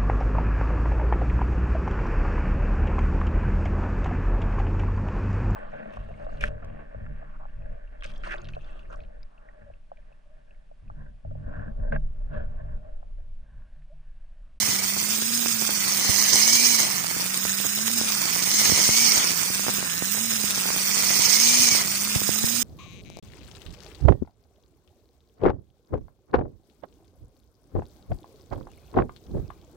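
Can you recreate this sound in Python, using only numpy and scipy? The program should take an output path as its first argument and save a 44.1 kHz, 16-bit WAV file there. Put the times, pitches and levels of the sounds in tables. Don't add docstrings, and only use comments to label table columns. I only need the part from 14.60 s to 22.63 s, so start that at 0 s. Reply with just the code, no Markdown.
import sys
import numpy as np
from scipy import signal
from scipy.io import wavfile
from scipy.ndimage import uniform_filter1d

SR = 44100
rng = np.random.default_rng(int(sys.argv[2]) if len(sys.argv) > 2 else 0)


def to_wav(s):
    ch = np.atleast_2d(s).T
    pcm = np.round(np.clip(ch, -1, 1) * 32767)
    wavfile.write(sys.argv[1], SR, pcm.astype(np.int16))


def to_linear_factor(level_db):
    exponent = np.asarray(level_db, float) / 20
    return 10 ** exponent


N = 354123
FRAME = 512


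def hiss(turns, t, near, lead, trim_db, rustle_db, pan_db):
    # pitch_hz, far_level [dB per Hz], near_level [dB per Hz]
    left_colour = [(40, -113, -92), (96, -70, -87), (390, -75, -65), (1100, -73.5, -69.5), (2110, -67, -60),
                   (2630, -70.5, -60), (4190, -67, -60.5), (5500, -66, -63), (6440, -66, -51),
                   (6630, -70.5, -58), (9460, -67.5, -62), (10180, -70, -70.5), (12100, -100, -87.5),
                   (16000, -110.5, -113)]
    right_colour = [(40.3, -115, -92), (101.5, -62, -60), (460, -71.5, -62.5), (1150, -70.5, -64.5),
                    (1950, -65.5, -60.5), (3810, -65.5, -59), (5240, -60, -50), (5800, -60.5, -50),
                    (6480, -57, -50.5), (7320, -62.5, -58), (8770, -61, -55.5), (10330, -69, -63.5),
                    (13740, -70, -64.5), (14930, -57.5, -54.5)]
    # pitch_hz, far_likeness [0-1], near_likeness [0-1], far_twist_rad
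    likeness = [(60, .5, .5, 0), (300, .75, .7, 0), (1500, .78, .7, -.3), (2300, .65, .72, -1.4),
                (2950, .4, .6, .3), (3400, .4, .35, .6), (4300, .62, .42, 1), (5000, .62, .4, 0),
                (6300, .55, .45, -1), (7000, .3, .25, 0), (8000, .58, .15, 1), (9800, .45, .1, -.5)]
    # pitch_hz, share [0-1]
    throb_share = [(300, 0.75), (2200, 0.21), (5500, 0.38), (9000, 0.47), (12000, 0), (15000, 0.4)]
    # far_hz, near_hz, width_hz, level_db
    left_shadows = [(3200, 3300, 160, -5), (6950, 8200, 350, -7), (2700, 4700, 250, -4)]
    right_shadows = [(4300, 3200, 600, -3), (5700, 7500, 400, -3), (10100, 10600, 350, -3),
                     (12100, 13600, 500, -3)]
    lead_low, lead_high = 34, 43

    noise = rng.standard_normal((4, N))
    gate = lashes(turns, near)
    f, s, z = to_spectrum(np.array([noise[0], noise[1] * gate, noise[2], noise[3] * early(gate, lead)]))
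    hz = f[:, None]
    throb = np.clip(across(throb_share, f), 0, 1)
    right = np.sqrt(1 - throb) * z[0] + np.sqrt(throb) * z[1]
    left_own = np.sqrt(1 - throb) * z[2] + np.sqrt(throb) * z[3]

    def at_frames(curve):
        return np.interp(s, t, curve)[None]

    swung = at_frames((lead - lead_low) / (lead_high - lead_low))
    far_alike, near_alike = across(likeness, f), across(likeness, f, column=2)
    alike = np.clip(far_alike + swung * (near_alike - far_alike), 0, 1)
    phase = 2 * np.pi * hz * at_frames(lead) / SR + (1 - swung) * across(likeness, f, column=3)
    left = alike * right * np.exp(1j * phase) + np.sqrt(1 - alike ** 2) * left_own

    low = 1 / (1 + (hz / 2200) ** 4)
    airy = 1 / (1 + (7000 / (hz + 1)) ** 6)
    swell = at_frames(trim_db) + (low * 0.89 - airy * 0.13) * at_frames(rustle_db - rustle_db.mean())
    band = np.minimum(np.log2(f / 60 + 1) * 3, 26).astype(int)
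    swell = swell + 1.1 * walk(80, (1, len(s))) + 1.4 * walk(70, (27, len(s)))[band]
    sway = (0.5 - low) * at_frames(pan_db - pan_db.mean())

    def at_microphone(side, colour_table, shadows, lean):
        far, close = across(colour_table, f), across(colour_table, f, column=2)
        colour = far + at_frames(near) * (close - far)
        for far_hz, near_hz, width_hz, db in shadows:
            centre_hz = far_hz + swung * (near_hz - far_hz)
            colour = colour + db * np.exp(-((hz - centre_hz) / width_hz) ** 2)
        flicker = 0.9 * walk(50, (27, len(s)))[band]
        return side * to_linear_factor(colour + swell + flicker + lean * sway)

    both = np.array([at_microphone(left, left_colour, left_shadows, lean=0.5),
                     at_microphone(right, right_colour, right_shadows, lean=-0.25)])
    return to_sound(both) * np.sqrt(SR / 2)


def lashes(turns, near):
    passes = np.floor(turns).astype(int)
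    bunch = np.minimum(rng.exponential(size=passes.max() + 1), 3)
    strength = to_linear_factor(2.8 * bunch[passes] + 1.2 * (passes % 2))
    sharp = np.clip(1.8 - 0.94 * near, 0, 8)
    place = (turns - passes) ** 0.8
    gate = strength * np.exp(-sharp * np.cos(2 * np.pi * place))
    return gate / np.sqrt(uniform_filter1d(gate ** 2, 8000))


def hum(turns, lead, hum_db):
    partials = [
        (.5, -16.5),
        (1, 0),
        (2, -23.5),
    ]
    tone = np.zeros(N)
    for multiple, db in partials:
        level = to_linear_factor(db + wobble(500, 0.87 / multiple))
        shake = wobble(400, 0.12 / multiple ** 2)
        tone += level * np.sin(2 * np.pi * multiple * turns + shake)
    tone *= np.sqrt(2) * to_linear_factor(hum_db)
    return np.array([to_linear_factor(-1.5) * early(tone, lead), to_linear_factor(2.5) * tone])


def whine(turns, lead, whine_db):
    tone = np.sin(2 * np.pi * 10 * turns + wobble(260, 0.6)) * to_linear_factor(whine_db + wobble(300, 3))
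    return np.array([to_linear_factor(-2) * early(tone, lead), tone])


def scraps(lead):
    # start_s, level_db, contact_ms, sign
    left_taps = [(0.0343, -20, 3.2, -1), (0.0831, -22, 0.61, 1), (1.4906, -13, 0.86, -1),
                 (1.6601, -28, 0.3, -1), (1.7426, -13.5, 0.53, 1), (2.2085, -20, 1, -1),
                 (2.4438, -22, 0.51, -1), (2.5658, -16.5, 0.6, -1), (3.8215, -18, 0.65, -1),
                 (4.0727, -22.0, 3, -1), (4.0876, -18, 1.6, -1), (4.1202, -19.0, 0.34, -1),
                 (4.29, -9, 1.3, 1), (4.5723, -16.5, 1.4, -1), (5.1842, -34, 0.3, -1),
                 (6.9959, -17, 1.3, -1), (7.1213, -14, 0.96, -1), (7.2425, -24, 0.34, -1),
                 (7.5587, -7, 1.06, -1), (7.6908, -14, 0.92, 1), (7.8403, -6, 1.09, 1)]
    right_slaps = [(0.09, -17, 1.3, 1), (0.4285, -19, 0.52, -1), (0.6228, -18, 0.31, -1),
                   (.8602, -5.5, 0.09, -1), (1.4919, -5, 2, -1), (1.499, -13, .73, 1),
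                   (1.727, -15, 0.57, -1), (2.2699, -20, 0.31, -1), (3.051, -14, 0.3, -1),
                   (3.4131, -10, 0.2, -1), (4.09, -11, 1.6, -1), (4.1208, -5, 0.56, -1),
                   (4.1296, -9, 3.1, -1), (4.1911, -10, 0.16, 1), (4.4805, -16, 0.43, -1),
                   (4.7062, -22, 1.2, -1), (4.903, -16, .51, -1), (5.099, -12, .12, 1),
                   (5.1851, -14.5, 0.35, -1), (5.4232, -9, 0.26, 1), (5.5825, -14.5, .094, 1),
                   (5.84, -14, .59, -1), (5.9776, -14, 0.22, -1), (6.4348, -13.5, .12, 1),
                   (6.5056, -10.5, .13, 1), (6.5947, -13, 0.77, -1), (7.56, -4, 1.8, -1),
                   (7.6176, -12.5, 0.3, -1), (7.6916, -5, 0.59, -1), (7.8405, -9.5, 1.22, -1)]
    # start_s, level_db
    right_specks = [(.0759, -14), (0.366, -14), (0.3743, -15), (1.0222, -11), (1.0919, -9), (2.4442, -12.5),
                    (2.5126, -14), (2.5978, -14), (2.8526, -9), (3.0014, -15), (3.7634, -11.5),
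                    (3.874, -11.5), (4.0153, -9.5), (4.0987, -6), (4.1777, -8.5), (4.203, -9), (4.2908, -6),
                    (4.573, -8.5), (4.9953, -12), (5.0665, -9), (5.0832, -3.5), (5.0913, -7.5),
                    (5.2274, -10.5), (6.057, -12), (6.0895, -13), (6.1041, -8.5), (6.1633, -11),
                    (6.3704, -11.5), (7.1506, -7), (7.944, -18.5)]
    ticks = [(start_s, db, 0.12, 1) for start_s, db in right_specks]
    left = taps(left_taps, small_db=-43.0)
    right = taps(ticks + list(right_slaps), small_db=-25.5)
    return np.array([left + to_linear_factor(-26) * early(right, lead), right])


def taps(hits, small_db):
    out, t = np.zeros(N + 1024), np.arange(1024) / SR
    chance = rng.random((260, 2))
    drizzle = [(a * N / SR, small_db + 9 * b ** 2, 0.12, 1) for a, b in chance]
    for start_s, db, contact_ms, sign in list(hits) + drizzle:
        u = t / (max(contact_ms, 0.04) / 1000)
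        start = int(start_s * SR)
        out[start:start + 1024] += np.sign(sign) * to_linear_factor(db) * u * np.exp(1 - u)
    return signal.sosfilt(signal.butter(2, 110, "high", fs=SR, output="sos"), out[:N])


def swing(t):
    # start_s, passes_hz
    speed_stretches = [
        [(0, 210.7), (.24, 192), (.78, 237), (1.27, 196), (1.77, 207), (1.93, 230), (2.07, 241), (2.24, 207),
         (2.44, 168)],
        [(2.64, 186), (3.09, 201), (3.35, 233), (3.5, 212), (3.7, 172), (3.84, 182), (3.98, 212), (4.22, 202.3),
         (4.45, 234)],
        [(4.55, 207), (4.65, 174), (4.83, 174), (5.05, 203), (5.16, 200.7), (5.32, 168.8), (5.45, 187.7),
         (5.65, 229), (6.05, 185)],
        [(6.33, 199), (6.69, 199), (6.88, 235.5), (7.02, 244.4), (7.13, 225.2), (7.24, 190), (7.52, 211),
         (7.65, 201), (7.95, 237)],
    ]
    # start_s, level_db [hiss at the usual speed]
    reach = [(0, -23.5), (.25, -29), (.6, -29.5), (1.1, -28.5), (1.36, -25), (1.8, -18.5), (2.2, -21),
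             (2.36, -30.5), (3.2, -30), (3.85, -25.5), (4.0, -20), (4.6, -20), (4.72, -26.5), (5.3, -31.5),
             (6.2, -27), (6.7, -19), (7.15, -20), (7.26, -29)]
    # start_s, lead [samples by which the left side hears earlier]
    bearing = [(0, 42.8), (.7, 34.1), (1, 36.4), (1.5, 43.3), (2.4, 41.4), (2.85, 33.7), (3.3, 33.5),
               (3.9, 41.8), (4.65, 40.2), (5.4, 32.2), (5.7, 33.63), (6.55, 40.8), (7.1, 41.6),
               (7.75, 33.2), (8.03, 35.2)]
    hz = uniform_filter1d(np.interp(t, *np.vstack(speed_stretches).T), 1800)
    reach_db = uniform_filter1d(np.interp(t, *np.transpose(reach)), 2000)
    lead = uniform_filter1d(np.interp(t, *np.transpose(bearing)), 6000)
    return hz, reach_db, lead


def early(x, lead):
    return np.interp(np.arange(N) + lead, np.arange(N), x)


def wobble(span, size):
    x = uniform_filter1d(uniform_filter1d(rng.standard_normal(N), span), span)
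    return size * x / x.std()


def walk(rate, shape):
    hold = max(int(4 * SR / FRAME / rate), 1)
    steps = np.repeat(rng.standard_normal((shape[0], shape[1] // hold + 1)), hold, axis=1)
    steps = uniform_filter1d(steps, hold, axis=1)[:, :shape[1]]
    steps = steps - uniform_filter1d(steps, 16 * hold, axis=1)
    return steps / steps.std()


def to_spectrum(x, size=FRAME):
    return signal.stft(x, SR, nperseg=size, noverlap=size * 3 // 4)


def to_sound(z, size=FRAME):
    return signal.istft(z, SR, nperseg=size, noverlap=size * 3 // 4)[1][..., :N]


def across(table, hz, column=1):
    table = np.array(table, float)
    return np.interp(np.log(hz + 1), np.log(table[:, 0]), table[:, column])[:, None]


def scene():
    t = np.arange(N) / SR
    hz, reach_db, lead = swing(t)
    turns = np.cumsum(hz) / SR
    fast = hz - 200
    spin_up = np.gradient(hz) * SR
    load = -fast - 0.088 * uniform_filter1d(spin_up, 4000)

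    far_db, near_db = -28, -19
    hiss_db = reach_db + 0.0409 * fast
    near = np.clip((hiss_db - far_db) / (near_db - far_db) + 0.028, -0.3, 1.3)
    trim_db = hiss_db - far_db - near * (near_db - far_db)
    grass = hiss(turns, t, near, lead, trim_db, rustle_db=0.1062 * load, pan_db=wobble(3000, 7))

    hum_db = -40.5 + 0.1446 * fast + 0.0047 * np.minimum(spin_up, 0)
    close = np.clip(near, 0, 1)
    whine_db = -43 + close * (5 + 0.22 * fast) - (1 - close) * 0.2 * fast
    motor = hum(turns, lead, hum_db) + whine(turns, lead, whine_db)
    return grass + motor + scraps(lead)


def masked(x):
    # pitch_hz, left_db and right_db [under the loudness of the moment], sum_db [under the difference]
    limits = [(1500, -40, -40, -12), (2300, -19, -19, -9), (2600, -12, -12.5, -3.5),
              (4000, -11.5, -11, -2.5), (4600, -12.5, -14, -3.5), (5200, -14, -16, -6),
              (7000, -12.5, -18, -9), (10300, -12, -12, -40), (13700, -12, -13, -40),
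              (14300, -36, -30, -40)]
    hz, s, z = to_spectrum(x, size=1024)
    z, hz = z[:, :512], hz[2:512:4]

    def bands(v):
        power = (np.abs(v) ** 2).reshape(128, 4, -1).mean(axis=1)
        return uniform_filter1d(power, 7, axis=1)

    def wide(v):
        return np.repeat(bands(v).reshape(64, 2, -1).mean(axis=1), 2, axis=0)

    def limit(column):
        return to_linear_factor(across(limits, hz, column=column)) ** 2

    loud = uniform_filter1d(bands(z[1])[26:56].mean(axis=0), 9)
    mid, side = (z[0] + z[1]) / 2, (z[0] - z[1]) / 2
    hollow = wide(mid) < wide(side) * limit(3)
    mid = mid * np.repeat(~hollow, 4, axis=0)
    out = []
    for column, v in ((1, mid + side), (2, mid - side)):
        heard = bands(v) > loud * limit(column)
        out.append(v * np.repeat(heard, 4, axis=0))
    return to_sound(np.pad(out, ((0, 0), (0, 1), (0, 0))), size=1024)


def top_cut(x):
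    return signal.sosfilt(signal.butter(12, 16870, fs=SR, output="sos"), x)


def record(dry):
    thin = signal.sosfilt(signal.butter(2, 62, "high", fs=SR, output="sos"), dry)
    kept = masked(np.tanh(thin))
    mix = signal.sosfilt(signal.ellip(12, 0.2, 60, 15450, fs=SR, output="sos"), kept)
    return top_cut(mix)


dry = scene()
out = record(dry)
to_wav(out)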